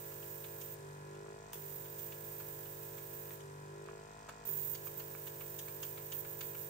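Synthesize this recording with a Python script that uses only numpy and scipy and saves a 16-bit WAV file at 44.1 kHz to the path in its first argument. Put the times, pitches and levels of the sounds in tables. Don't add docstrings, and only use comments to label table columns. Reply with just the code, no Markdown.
import sys
import numpy as np
from scipy import signal
from scipy.fft import rfft, irfft
from scipy.io import wavfile
from scipy.ndimage import uniform_filter1d

SR = 44100
rng = np.random.default_rng(int(sys.argv[2]) if len(sys.argv) > 2 else 0)


def master_out(mix):
    frames = np.transpose(np.atleast_2d(mix))
    ceiling = np.clip(frames, -1, 1)
    pcm = np.round(ceiling * 32767).astype(np.int16)
    wavfile.write(sys.argv[1], SR, pcm)


def field_ratio(decibels):
    return 10 ** (np.asarray(decibels, dtype=float) / 20)


N = 295138

# hz, level_db_per_hz
ROOM_SPECTRUM = [(25, -11), (60, -1.2), (150, -3.5), (300, -12.5), (450, -5), (700, -11.5), (1400, -14),
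                 (2600, -15), (4500, -21), (8000, -26), (11000, -51), (16000, -16)]
# hz, rms_db
MAINS_HUM = [(120.0, -68)]
# seal_s, free_s, closing_time_s
SEALS = [
    (0.739, 1.525, .025),
    (3.353, 4.447, 0.052),
]
# time_after_seal_s, vacuum (0 open .. 5 deep)
VACUUM_BUILD = [(0, 0), (.09, 1), (.24, 2), (.37, 3), (.53, 4), (.8, 4.8), (1.09, 5)]
# time_after_free_s, share_of_vacuum_left
VACUUM_VENT = [(0, 1), (.045, .64), (.095, .19), (.2, .08), (.33, .02), (.5, 0)]
# vacuum, strokes_hz
MOTOR_PACE = [(0, 49.65), (.5, 49.25), (1.2, 48.9), (2, 49.25), (3, 49.95), (4, 51.05), (4.8, 52.3),
              (5, 52.9)]
# time_s, peak_db, ring_hz, brightness_db
TICKS = [(0.117, -51.5, 2500, -12), (0.2266, -51.5, 3170, -7), (0.442, -45.5, 2490, -10),
         (0.614, -46.5, 3200, 11), (1.147, -56, 1760, -10), (1.854, -52, 3320, -13),
         (1.99, -53.5, 2440, 15.5), (2.1217, -47.5, 3020, -6), (2.401, -48.5, 2500, -9),
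         (2.657, -52, 2490, -14), (2.9795, -49, 2200, -3), (3.404, -50, 2410, 2), (3.8603, -53, 1790, -12),
         (4.29, -44.5, 2500, -2), (4.7493, -43, 3000, 5), (4.871, -46.5, 2360, -2),
         (4.998, -43.5, 2540, -12), (5.2704, -43, 3150, -4), (5.408, -45.5, 2170, -12),
         (5.5892, -40.5, 3700, 7.5), (5.681, -46.5, 2220, -19), (5.83, -38.5, 3180, 1),
         (5.976, -47, 2190, -16), (6.1217, -39.5, 3100, 3.5), (6.248, -46.5, 1720, -17),
         (6.4094, -39, 2520, -3), (6.548, -47, 2270, -13)]
# time_s, peak_db, ring_hz, pan_db, contact_ms
KNOCKS = [(1.26, -51, 1210, 0, 0.47), (1.533, -39, 950, 8.5, 0.023), (3.307, -46.5, 1890, 12, 0.05),
          (3.887, -42.5, 1160, -7, 0.17), (4.285, -47, 1240, -6, .37), (4.2881, -45, 1250, -2, .27),
          (4.2911, -41.5, 680, 5, 0.11), (4.295, -42, 1080, -10, 0.16), (4.87, -45, 1190, -6, .14),
          (5.15, -43.5, 2300, -5, 0.092), (1.55, -67, 372, 9, 0.58), (4.482, -51.5, 420, 6, 0.98),
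          (6.409, -49, 1390, -5, 0.074)]
# hz, width_hz, gain_db
BOARD_MODES = [(1250, 450, 2.5), (1800, 156, 4.5), (2244, 117, 4), (2780, 670, 6.5), (3440, 780, 4),
               (4630, 250, 3), (6700, 920, 1.5)]
# start_s, length_s, gain_db
GUSTS = [(0, 0.098, 2), (0.252, 0.11, 2.5), (.61, 0.16, 2), (1.516, 0.019, 10), (1.66, 0.17, 3),
         (1.98, .1, 5.5), (2.254, 0.16, 3), (2.454, .2, 2), (3.105, .15, 1.5), (4.459, 0.29, 11.5),
         (4.856, 0.02, 12), (4.974, 0.03, 12), (5.258, 0.027, 8.5), (5.39, 0.39, 2.5), (5.81, 0.12, 5.5),
         (6.037, .06, 3), (6.12, 0.098, 8), (6.283, 0.069, 4.5), (6.388, 0.13, 6), (6.554, .12, 5.5)]
# hz, level_db_per_hz
JET_SPECTRUM = [(6470, -27), (11000, -30.5), (12100, -21), (13400, -7.5), (15100, -2), (15800, -2.5)]
# hz, level_db_per_hz
RUSH_SPECTRUM = [(1470, -22), (2500, -5.5), (2670, -5), (3500, -6.5), (3800, -4), (4200, -9), (7050, -1),
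                 (8630, 1.5), (10800, -6), (12500, -3), (16200, -39), (22000, -120)]
VALVE_LEVELS = [-67, -65, -67, -65.5, -65, -63]
# hz, level_db_per_hz
VALVE_SPECTRUM = [(350, -42), (600, -3), (689, -0.5), (781, -73), (1000, -2.5), (1240, -3.5), (1830, -14),
                  (1970, -23), (3470, -14), (8030, -8), (12000, -45), (15600, -96), (22000, -120)]
HARMONIC_VACUUM = [0, 1, 2, 3, 4.1, 4.8]
LOW_HARMONICS = [(-76, -76, -76, -74, -72, -69), (-64, -64, -64, -67, -71, -72),
                 (-58, -55, -54, -55, -60, -65), (-72, -74, -68, -68, -70, -71),
                 (-85, -72, -72, -87, -77, -72), (-72, -75, -71, -74, -84, -76),
                 (-62, -71, -70, -59, -60, -75), (-59, -54, -61, -54, -54, -67),
                 (-58, -61, -63, -62, -57, -65), (-70, -67, -63, -69, -70, -69),
                 (-63, -67, -68, -64, -63, -72), (-70, -69, -69, -65, -68, -67),
                 (-66, -75, -72, -73, -65, -66)]
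# left_over_right_db, left_lead_open_rad, left_lead_sealed_rad
HARMONIC_PATHS = [(4, -.1, .1), (1, .1, -.1), (0, .1, .1), (-2, .2, .2), (0, .6, .4), (-2, .4, .3),
                  (1, .2, .4), (-4, 1.35, 1.1), (4, 1.2, 1.1), (0, 1.3, 3.1), (-3, .7, 2.1), (3, 2.7, 2.7),
                  (9, 1.3, .9)]
PHASE_SCATTER = [1.95, 1.1, 0.94, 1.1, 0.53, 0.95]
# hz, width_hz, rms_db, gain_at_deep_vacuum_db, left_lead_rad
CASING_MODES = [(725, 70, -77, 4, .3), (810, 60, -74, -1, .9), (885, 50, -69.5, 4, 1.5),
                (985, 70, -65.5, 3, 2.0), (1040, 80, -69, 2, 2.1), (1220, 130, -77.5, .5, 3),
                (1405, 90, -77, 5.5, 0), (1615, 110, -68, -3, -2.7), (1690, 60, -73.5, -3, 0),
                (1880, 110, -80, 7, -1.2), (2030, 150, -85, .5, 1.2), (2490, 110, -81.5, 5, .3)]


def rms_one(x):
    return x / np.sqrt(np.mean(x ** 2) + 1e-20)


def drift(rate_hz):
    r = np.exp(-80 * np.pi * rate_hz / SR)
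    noise = rng.standard_normal(N // 40 + 2002)
    slow = rms_one(signal.lfilter([1], [1, -2 * r, r * r], noise)[2000:])
    return np.interp(np.arange(N) / 40, np.arange(len(slow)), slow)


def coloured(x, spectrum):
    hz, db = np.transpose(spectrum)
    bin_hz = np.fft.rfftfreq(N, 1 / SR) + 1
    gain_db = np.interp(np.log(bin_hz), np.log(hz), db, left=-90, right=db[-1])
    return rms_one(irfft(rfft(x) * field_ratio(gain_db), N))


def stereo_noise(alike, lag_s):
    common, left, right = rng.standard_normal((3, N))
    shared = np.array([np.roll(common, round(lag_s * SR)), common])
    return np.sqrt(alike) * shared + np.sqrt(1 - alike) * np.array([left, right])


def resonance(x, hz, width_hz):
    r = np.exp(-np.pi * width_hz / SR)
    zeros = np.array([1, 0, -1]) * (1 - r * r) / 2
    return signal.lfilter(zeros, [1, -2 * r * np.cos(2 * np.pi * hz / SR), r * r], x)


def along(points, x):
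    return np.interp(x, *np.transpose(points))


def by_vacuum(vacuum, values):
    return np.interp(vacuum, np.arange(len(values)), values)


def room():
    t = np.arange(N) / SR
    hum = 0
    for hz, db in MAINS_HUM:
        hum = hum + np.sqrt(2) * field_ratio(db + 1.3 * drift(12.0)) * np.sin(2 * np.pi * hz * t)
    noise = stereo_noise(0.048, 0)
    low = signal.butter(2, 300, fs=SR, output="sos")
    noise += signal.sosfilt(low, rng.standard_normal(N) * 0.63 - noise)
    return field_ratio(-61.5) * coloured(noise, ROOM_SPECTRUM) + hum


def tip(contacts, grit, note_db, width_hz, early, swell):
    out, size = np.zeros((2, N)), 4096
    t = np.arange(size) / SR
    for time_s, peak_db, ring_hz, pan_db, length_s, bright_db in contacts:
        noise = rng.standard_normal((3, size))
        push = (t / length_s * np.exp(1 - t / length_s)) ** swell
        rasp = push * (1 - grit + grit * (noise[0] + 0.88 * noise[1:]))
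        rattle = (1 - np.exp(-t / 0.0022)) * np.exp(-t / 0.029)
        rasp += 0.34 * noise[1:] * rattle * np.sqrt(length_s / 0.0013)

        strengths_db = rng.normal(0, 1.8, len(BOARD_MODES))
        body = 0
        for k, ((hz, mode_width_hz, gain_db), extra_db) in enumerate(zip(BOARD_MODES, strengths_db)):
            tilt_db = 0.38 * (bright_db + 0.5) * np.log2(hz / 2500)
            mode = resonance(rasp, hz, mode_width_hz)
            body = body + field_ratio(gain_db + extra_db + tilt_db) * mode * (-1) ** k
        body = body + field_ratio(note_db) * resonance(rasp, ring_hz, width_hz)
        bright = resonance(rasp, 10500, 8600)

        hit = body / np.abs(body).max() + field_ratio(bright_db - 8.0) * bright / np.abs(bright).max()
        at = round((time_s - early * length_s) * SR)
        pan = field_ratio([[pan_db / 2], [-pan_db / 2]])
        out[:, at:at + size] += field_ratio(peak_db + 3.0) * pan * hit[:, :N - at]
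    return out


def scrapes():
    contacts = [(time_s, db, hz, 0.5, 0.008, bright_db) for time_s, db, hz, bright_db in TICKS]
    return tip(contacts, grit=0.9, note_db=5, width_hz=300, early=0.65, swell=4.0)


def knocks():
    neutral_ms, db_per_doubling = 0.041, -13.5
    contacts = []
    for time_s, db, hz, pan_db, contact_ms in KNOCKS:
        bright_db = db_per_doubling * np.log2(contact_ms / neutral_ms)
        contacts.append((time_s, db, hz, pan_db, contact_ms / 1000, bright_db))
    return tip(contacts, grit=0.2, note_db=13, width_hz=150, early=1, swell=2.0)


def hose():
    lag_s, inertia_s, sag_hz_per_s = 0.014, 0.02, 0.011
    venting_min_hz = 49.35
    t = np.arange(N) / SR - lag_s
    vacuum, venting = 0, 0
    for seal_s, free_s, _ in SEALS:
        built = along(VACUUM_BUILD, np.minimum(t, free_s) - seal_s)
        vacuum = vacuum + built * along(VACUUM_VENT, t - free_s)
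        venting = venting + ((t > free_s) & (t < free_s + VACUUM_VENT[-1][0]))
    idle_hz = MOTOR_PACE[0][1]
    target_hz = np.maximum(along(MOTOR_PACE, vacuum), venting_min_hz * venting)
    r = np.exp(-1 / (inertia_s * SR))
    change_hz = signal.lfilter([1 - r], [1, -r], target_hz - idle_hz)
    return vacuum, idle_hz + change_hz - sag_hz_per_s * t


def flow(vacuum):
    gust_edge_s, open_s = 0.036, 0.0061
    t = np.arange(N) / SR
    gust_db, shut = 0, 0
    for start_s, length_s, db in GUSTS:
        inside_s = np.minimum(t - start_s, start_s + length_s - t)
        gust_db = gust_db + db * np.clip(inside_s / gust_edge_s + 0.5, 0, 1)
    for seal_s, free_s, close_s in SEALS:
        shut = shut + np.clip(np.minimum((t - seal_s) / close_s, (free_s - t) / open_s + 1), 0, 1)
    leak_db = -2 * shut * vacuum
    jet_db = -52 + gust_db - 19 * shut + leak_db
    rush_db = -62 + 0.25 * gust_db - 4.5 * shut + leak_db
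    return jet_db, rush_db


def air(turns, vacuum):
    lag_s = 48 / SR
    jet_db, rush_db = flow(vacuum)
    jet_db = jet_db + np.minimum(jet_db + 70, 0)
    throb_db = np.cos(2 * np.pi * turns)
    aimed = stereo_noise(0.68, lag_s)
    patchy_db = 1.36 * drift(100) + 1.1 * drift(250)
    jet = coloured(aimed * field_ratio(patchy_db), JET_SPECTRUM) * field_ratio([[-9], [3.2]])
    rush = coloured(stereo_noise(0.07, lag_s), RUSH_SPECTRUM)
    rush_db = rush_db + 1.04 * throb_db + 2.5 + 0.48 * drift(42)
    return field_ratio(jet_db + throb_db + 8.5) * jet + field_ratio(rush_db) * rush


def valves(turns, vacuum):
    sharp, second, lag_s = 2.7, 0.15, -16 / SR
    gate = np.exp(-sharp * (turns % 1)) + second * np.exp(-sharp * ((turns + 0.5) % 1))
    gate = uniform_filter1d(gate, size=150)
    puffs = coloured(stereo_noise(0.3, lag_s) * gate, VALVE_SPECTRUM)
    return field_ratio(by_vacuum(vacuum, VALVE_LEVELS)) * puffs


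def casing(hz, vacuum):
    between_db = -83 - 6 * np.log2(hz / 1000)
    power, pointer = field_ratio(2 * between_db), 0
    for mode_hz, width_hz, db, gain_db, lead_rad in CASING_MODES:
        part = field_ratio(db + gain_db * (vacuum / 5) ** 2) / (1 + (2 * (hz - mode_hz) / width_hz) ** 2)
        power = power + part ** 2
        pointer = pointer + part ** 2 * np.exp(1j * lead_rad)
    return 10 * np.log10(power), np.angle(pointer)


def pump(speed_hz, turns, vacuum):
    hop, top_harmonic = 32, 51
    flutter_db, smear_turns, sweep_rad = 0.68, 0.148, 0.6
    uneven_db, pan_spread_db = -1.5, 1.5
    slow = vacuum[::hop]
    stroke = np.exp(2j * np.pi * (turns - smear_turns))
    scatter_rad = by_vacuum(slow, PHASE_SCATTER)
    flutter = [drift(11.3)[::hop] for _ in range(6)]
    side = np.array([[0.5], [-0.5]])
    out, wave = np.zeros((2, N)), 1
    for k, (shift, lean, odd) in enumerate(rng.standard_normal((top_harmonic, 3)), 1):
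        if k <= len(LOW_HARMONICS):
            pan_db, open_rad, sealed_rad = HARMONIC_PATHS[k - 1]
            level_db = np.interp(slow, HARMONIC_VACUUM, LOW_HARMONICS[k - 1])
            lead_rad = open_rad + slow / 5 * (sealed_rad - open_rad)
        else:
            level_db, lead_rad = casing(k * speed_hz[::hop], slow)
            level_db = level_db + uneven_db * np.sin(1.3 * slow * odd)
            pan_db = 1 + pan_spread_db * lean
        level_db = level_db + flutter_db * np.sqrt(k / 8) * flutter[k % 6]
        pan_db = pan_db * (1 - slow / 7)
        share = field_ratio(pan_db * side) / np.sqrt(np.cosh(pan_db * np.log(10) / 20))
        phase_rad = sweep_rad * k * np.log(k) + scatter_rad * shift + lead_rad * side
        envelope = np.sqrt(2) * field_ratio(level_db) * share * np.exp(1j * phase_rad)
        wave = wave * stroke
        out += (np.repeat(envelope, hop, axis=1)[:, :N] * wave).imag
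    return out


def scene():
    vacuum, speed_hz = hose()
    turns = np.cumsum(speed_hz) / SR
    contacts = scrapes() + knocks()
    machine = air(turns, vacuum) + valves(turns, vacuum) + pump(speed_hz, turns, vacuum)
    return room() + contacts + machine


def top_cut(x):
    return signal.sosfilt(signal.butter(12, 16920, fs=SR, output="sos"), x)


def record(dry):
    low_pass = signal.cheby2(16, 60, 16050, fs=SR, output="sos")
    return top_cut(signal.sosfilt(low_pass, dry))


dry = scene()
out = record(dry)
master_out(out)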